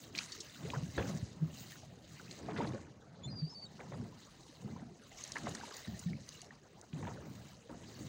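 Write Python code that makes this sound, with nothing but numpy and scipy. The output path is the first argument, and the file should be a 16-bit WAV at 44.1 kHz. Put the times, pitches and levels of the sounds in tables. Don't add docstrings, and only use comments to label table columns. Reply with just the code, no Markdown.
import sys
import numpy as np
from scipy import signal
from scipy.io import wavfile

SR = 44100
rng = np.random.default_rng(int(sys.argv[2]) if len(sys.argv) > 2 else 0)


def store_pcm(level_fs):
    pcm = np.round(np.clip(level_fs, -1, 1) * 32767).astype(np.int16)
    wavfile.write(sys.argv[1], SR, np.atleast_2d(pcm).T)


def rack_gain(trim_db):
    fader = np.asarray(trim_db, float)
    return 10 ** (fader / 20)


N = 356680


def rms_one(x):
    return x / np.sqrt(np.mean(x ** 2) + 1e-20)


def cut(x, hz, kind, order=4):
    return signal.sosfilt(signal.butter(order, hz, kind, fs=SR, output="sos"), x)


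def add(out, start_s, sound):
    i = round(start_s * SR)
    out[i:i + len(sound)] += sound[:N - i]


def drift(rate_hz):
    r = np.exp(-80 * np.pi * rate_hz / SR)
    white = rng.standard_normal(N // 40 + 2002)
    slow = signal.lfilter([1], [1, -2 * r, r * r], white)[2000:]
    return np.interp(np.arange(N) / 40, np.arange(len(slow)), rms_one(slow))


def coloured(x, spectrum, patchy_db, rate_hz):
    hz, level_db = np.transpose(spectrum)
    edges_hz = 25 * 2 ** np.arange(0, 9.5, 1 / 3)
    out = np.zeros(N)
    for k, (low, high) in enumerate(zip(edges_hz, edges_hz[1:])):
        if hz[0] < low < hz[-1]:
            band_db = np.interp(np.log(low * high) / 2, np.log(hz), level_db)
            gain = rack_gain(band_db + patchy_db * drift(rate_hz))
            out += (-1) ** k * gain * cut(x, [low, high], "band", order=2)
    return out


def burst(rise_s, fall_s):
    t = np.arange(int((rise_s + 8 * fall_s) * SR)) / SR
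    rise = np.sin(np.pi / 2 * np.minimum(t / rise_s, 1)) ** 2
    return rise * np.exp(-np.maximum(t - rise_s, 0) / fall_s)


def bubble(hz, rise_s, t60_s, glide):
    shape = burst(rise_s, t60_s / np.log(1000))
    t = np.arange(len(shape)) / SR
    return shape * np.sin(2 * np.pi * hz * (t + glide * t ** 2 / (2 * t60_s)))


def ring(clicks, hz, t60_s):
    r, w = rack_gain(-60 / (t60_s * SR)), 2 * np.pi * hz / SR
    return signal.lfilter([0, np.sin(w)], [1, -2 * r * np.cos(w), r * r], clicks + 1e-18)


def grains(per_s, spread_db, clump_db):
    sizes = rack_gain(spread_db * np.minimum(rng.exponential(1, N), 5)) * rng.choice([-1, 1], N)
    return sizes * (rng.random(N) < per_s * rack_gain(clump_db * drift(25)) / SR)


def froth(per_s, low_hz, high_hz, cycles, tilt):
    clicks = grains(per_s, spread_db=3.5, clump_db=4.0)
    dealt = rng.integers(0, 16, N)
    out = np.zeros(N)
    for k, hz in enumerate(np.geomspace(low_hz, high_hz, 16)):
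        out += ring(clicks * (dealt == k), hz, cycles / hz) * (hz / low_hz) ** tilt
    return rms_one(out)


def surge_db(rows, column, ebb_db_per_s, calm_db, hold_share=1):
    t = np.arange(0, N / SR + .01, .002)
    power = np.full(len(t), rack_gain(2 * calm_db))
    for row in rows:
        crest_s, build_s, hold_s = row[:3]
        climb_db = 19.5 * np.maximum(crest_s - t, 0) / max(build_s, .005)
        fall_db = ebb_db_per_s * np.maximum(t - crest_s - hold_share * hold_s, 0)
        power = power + rack_gain(2 * (row[column] - climb_db - fall_db))
    return np.interp(np.arange(N) / SR, t, 10 * np.log10(power))


# (frequency [Hz], level [dB per Hz])
SEA_SPECTRUM = [(30, -1), (629, -6.5), (1150, -16), (6290, -36), (15900, -72)]


def sea():
    noise = coloured(rng.standard_normal(N), SEA_SPECTRUM, patchy_db=-6.0, rate_hz=16.7)
    return rack_gain(-60.5) * rms_one(noise)


# (crest time [s], build-up [s], hold [s], rumble crest [dB], gurgle crest [dB])
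WASHES = [(0.09, 0.28, 0.11, -54.5, -57), (0.63, 0.072, 0.26, -44, -52), (0.985, 0.033, 0.17, -37.5, -43.5),
          (1.47, 0.28, 0.0069, -44, -55.5), (1.95, 1, 0.18, -57.5, -67.5), (2.6, 0.31, 0.14, -41.5, -40.5),
          (3.3, 0.36, 0.13, -49, -55.5), (4.02, 0.37, 0.01, -42.5, -54), (4.65, 0.078, 0.14, -45.5, -54.5),
          (5.47, 0.2, 0.027, -46, -47), (5.88, 0.015, 0.0083, -41.5, -74),
          (6.09, 0.033, 0.0094, -41.5, -83), (6.945, 0.036, 0.18, -46.5, -52.5),
          (7.07, 0.14, 0.37, -49.5, -54.5), (7.71, 0.087, 0.87, -55.5, -56.5),
          (8.02, 0.033, 0.084, -44, -69)]


def wash_levels():
    rumble_db = surge_db(WASHES, 3, ebb_db_per_s=109, calm_db=-65.5)
    gurgle_db = surge_db(WASHES, 4, ebb_db_per_s=79.5, calm_db=-78.5, hold_share=0.53)
    return rumble_db, gurgle_db


# (frequency [Hz], level [dB per Hz])
RUMBLE_SPECTRUM = [(25, -58), (75, -7), (105, -6.5), (155, 0.5), (250, -12.5), (420, -28.5), (700, -31)]


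def hull_rumble(level_db):
    push = rng.standard_normal(N) * rack_gain(1.5 * drift(14))
    return rack_gain(level_db) * rms_one(coloured(push, RUMBLE_SPECTRUM, patchy_db=3.5, rate_hz=5.9))


def gurgle(level_db):
    out = rack_gain(level_db) * froth(1300, 227.4, 2390, cycles=32, tilt=-0.49)
    return cut(out, 7100, "low", order=2)


# (frequency [Hz], level [dB per Hz])
SPRAY_SPECTRUM = [(900, 1), (3000, 2.5), (7000, -1.5), (9000, -8.5), (13500, -25.5)]
# (onset time [s], build-up before it [s], hold [s], spray crest [dB], finest mist crest [dB])
SHOWERS = [(0.0, .02, 0.036, -61.5, -71), (0.16, 0.03, 0.012, -48.5, -63), (0.3, 0.077, 0.45, -59.5, -73),
           (0.68, 0.28, 0.69, -66, -99), (1.0, 0.36, 0.12, -57, -70), (1.58, 0.17, 0.15, -58, -64),
           (2.27, 0.37, 0.093, -59, -72), (2.6, 0.24, 0.084, -61.5, -90), (3.7, 0.49, 0.28, -71, -99.5),
           (4.2, 0.94, 0.52, -67.5, -84), (5.2, 0.28, 0.61, -57.5, -79), (5.75, 0.036, 0.014, -63, -65),
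           (5.98, 0.34, 0.026, -59.5, -69), (6.33, 0.24, 0.031, -59.5, -76), (7.0, 0.24, 0.076, -65, -97),
           (7.4, 1, 0.11, -65.5, -77), (7.92, 0.39, .2, -61, -75)]


def spray():
    crackle = rms_one(grains(2500, spread_db=3.8, clump_db=5)) + .9 * rng.standard_normal(N)
    hiss = rms_one(coloured(crackle, SPRAY_SPECTRUM, patchy_db=3.5, rate_hz=16.8))
    fizz = froth(300, 1458, 7830, cycles=71, tilt=-0.2)
    plinks = froth(90, 3640, 8700, cycles=140, tilt=0.084)
    steady = rms_one(hiss + 0.58 * fizz + 0.27 * plinks)
    echo_s, echo_db = .00095, -9
    add(steady, echo_s, rack_gain(echo_db) * cut(steady, 3130, "low", order=2))
    mist = rms_one(cut(crackle, [14500, 15900], "band", order=3)) * rack_gain(3 * drift(9))
    spray_db = surge_db(SHOWERS, 3, ebb_db_per_s=75, calm_db=-78.5)
    mist_db = surge_db(SHOWERS, 4, ebb_db_per_s=162, calm_db=-99)
    return rack_gain(spray_db) * steady + rack_gain(mist_db) * mist


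# (envelope peak time [s], level [dB], centre [Hz], fall time constant [s])
SMACKS = [(0.151, -30, 2480, 0.0012), (0.156, -41, 4100, 0.0078), (0.179, -29, 4100, 0.0022),
          (0.1879, -24.5, 3930, 0.0022), (0.321, -35.5, 4480, 0.0096), (0.404, -36.5, 5300, 0.0087),
          (0.7022, -32, 2500, 0.0027), (0.979, -39.5, 3430, 0.017), (2.3114, -41.5, 4150, 0.0031),
          (2.5737, -42.5, 3600, 0.014), (2.674, -41, 3380, 0.0046), (5.239, -34, 6300, 0.0025),
          (5.277, -41.5, 5840, 0.001), (5.3202, -32, 5650, 0.002), (5.3668, -27, 1400, 0.0014),
          (5.373, -32, 1500, 0.0018), (5.384, -38, 6800, 0.00097), (5.492, -39, 6820, 0.0063),
          (5.55, -37.5, 5750, 0.004), (5.741, -39.5, 4670, 0.0045), (5.7676, -38, 6830, 0.0033),
          (5.993, -38, 6900, 0.0048), (6.2907, -37, 6350, 0.00078), (6.417, -40, 6560, 0.0022),
          (6.814, -42, 6230, 0.0012), (6.929, -45.5, 2420, 0.0053)]


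def smacks():
    rise_s, octaves, ring_share = 0.00111, 1.08, 0.28
    half_band = 2 ** (octaves / 2)
    out, white = np.zeros(N), rng.standard_normal(N)
    for peak_s, level_db, hz, fall_s in SMACKS:
        shape = burst(rise_s, fall_s)
        puff = white[round(peak_s * SR):][:len(shape)] * shape
        band = cut(puff, [hz / half_band, hz * half_band], "band", order=3)
        tone = shape * np.sin(2 * np.pi * hz * np.arange(len(shape)) / SR)
        smack = (1 - ring_share) * band / np.abs(band).max() + ring_share * tone
        add(out, peak_s - rise_s, rack_gain(level_db) * smack)
    return out


# (time [s], bubble level [dB], bubble start pitch [Hz],
# froth level before its envelope and band filter [dB])
SLAPS = [(0.187, -26.5, 2300, -44.5), (0.649, -38.5, 410, -56), (0.734, -32, 937, -41.5),
         (0.975, -44, 910, -32.5), (1.026, -42, 2560, -46), (1.107, -48, 1180, -54),
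         (2.197, -43.5, 1400, -54), (2.484, -35, 670, -42.5), (2.561, -39.5, 1610, -41.5),
         (2.604, -28.5, 876, -37), (2.745, -37, 515, -51.5), (3.792, -49, 940, -44), (3.917, -48, 544, -47),
         (4.762, -45.5, 960, -52), (5.357, -32.5, 1700, -44), (5.465, -45, 790, -40.5),
         (5.55, -39, 1750, -46.5), (5.611, -40.5, 1490, -60), (5.634, -38.5, 880, -68),
         (5.673, -53, 600, -49), (5.709, -45, 1540, -51), (5.725, -47, 1050, -72), (5.85, -46, 1910, -52),
         (6.132, -42, 2100, -76), (6.507, -43, 1760, -53), (7.025, -54, 1110, -43),
         (7.068, -39, 910, -42.5), (7.692, -44.5, 527, -51.5)]


def slaps():
    out = np.zeros(N)
    foam = froth(1500, 382, 3540, cycles=20, tilt=0.047)
    shape = burst(rise_s=0.0041, fall_s=0.031)
    for start_s, bubble_db, hz, froth_db in SLAPS:
        add(out, start_s, rack_gain(bubble_db) * bubble(hz, rise_s=1.9 / hz, t60_s=36 / hz, glide=0.34))
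        own_foam = rms_one(foam[round(start_s * SR):][:len(shape)]) * shape
        add(out, start_s, rack_gain(froth_db) * cut(own_foam, [hz / 2.15, hz + 1300], "band", order=2))
    return cut(out, 7100, "low", order=2)


# (time [s], peak level [dB], start pitch [Hz], swell [s])
THUMPS = [(0.76, -30, 142, 0.014), (0.822, -30.5, 152.5, 0.0091), (0.977, -33.5, 334, 0.003),
          (1.406, -24, 154, 0.027), (2.627, -37.5, 217, 0.0022), (3.26, -35.5, 136, 0.0049),
          (3.411, -29.5, 153, 0.029), (4.644, -35.5, 206, 0.003), (4.824, -41.5, 231, 0.0019),
          (5.878, -36, 219, 0.0071), (6.057, -28, 168.5, 0.0082), (6.933, -32.5, 154, 0.0035),
          (6.96, -42, 186, 0.0023), (7.694, -47, 299, 0.0024), (8.007, -40.5, 298, 0.0029)]


def hull_booms():
    out = np.zeros(N)
    for start_s, peak_db, hz, swell_s in THUMPS:
        add(out, start_s, rack_gain(peak_db) * bubble(hz, rise_s=swell_s, t60_s=0.13, glide=0.069))
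    return out


# (start time [s], length [s], first pitch [Hz],
# last pitch [Hz], crest rms level [dB], crest position [share of length])
GULL_NOTES = [(3.234, .036, 3485, 3520, -50, .45), (3.273, .038, 4150, 4250, -59, .4),
              (3.299, .053, 4900, 4840, -57, .3), (3.354, .066, 4870, 4630, -50, .72),
              (3.416, .082, 4580, 4770, -56, .35), (3.494, .054, 5240, 5130, -56, .2),
              (3.546, .063, 4520, 4590, -54, .4), (3.612, .046, 4620, 4520, -51, .72),
              (3.654, .022, 3870, 3810, -59, .5)]


def gull():
    swell_db, hoarse_share = 7, .13
    out, flutter = np.zeros(N), rack_gain(2.0 * drift(60))
    hoarse = rms_one(cut(rng.standard_normal(N), 540, "low"))
    rasp = rms_one(cut(rng.standard_normal(N), [400, 1300], "band", order=2))
    waver = 1 + .006 * drift(40)
    for start_s, length_s, first_hz, last_hz, crest_db, crest in GULL_NOTES:
        i = np.arange(round(start_s * SR), round((start_s + length_s) * SR))
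        phase = 2 * np.pi * np.cumsum(np.linspace(first_hz, last_hz, len(i)) * waver[i]) / SR
        edges = np.minimum(1, np.minimum(i - i[0], i[-1] - i) / (.002 * SR))
        knots = [0, np.clip(crest, .05, .95), 1]
        level_db = crest_db + np.interp(np.linspace(0, 1, len(i)), knots, [-swell_db, 0, -swell_db])
        octave = min(rack_gain(-9), rack_gain(-25) * (4450 / first_hz) ** 13)
        rasp_db = -31 + .024 * (first_hz - 4500)
        rough = 1 + hoarse_share * hoarse[i] + rack_gain(rasp_db) * rasp[i]
        tone = np.sin(phase) * rough + octave * np.sin(2 * phase)
        out[i] += np.sqrt(2) * rack_gain(level_db) * edges * flutter[i] * tone
    return out


def scene():
    rumble_db, gurgle_db = wash_levels()
    water = sea() + hull_rumble(rumble_db) + gurgle(gurgle_db) + spray()
    mono = water + smacks() + slaps() + hull_booms() + gull()
    return np.stack([mono, mono])


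def roll_off(x):
    return signal.sosfilt(signal.butter(12, 16610, fs=SR, output="sos"), x)


# (centre [Hz], width [Hz], level of the band mixed in [dB])
PORT_RESONANCES = [(4300, 900, -2), (6500, 800, 2)]


def record(dry):
    out = cut(dry, 55, "high", order=2)
    for hz, width_hz, band_db in PORT_RESONANCES:
        band = cut(out, [hz - width_hz / 2, hz + width_hz / 2], "band", order=1)
        out = out + rack_gain(band_db) * band
    out = signal.sosfilt(signal.ellip(10, 1, 60, 15800, fs=SR, output="sos"), out)
    return roll_off(out)


dry = scene()
out = record(dry)
store_pcm(out)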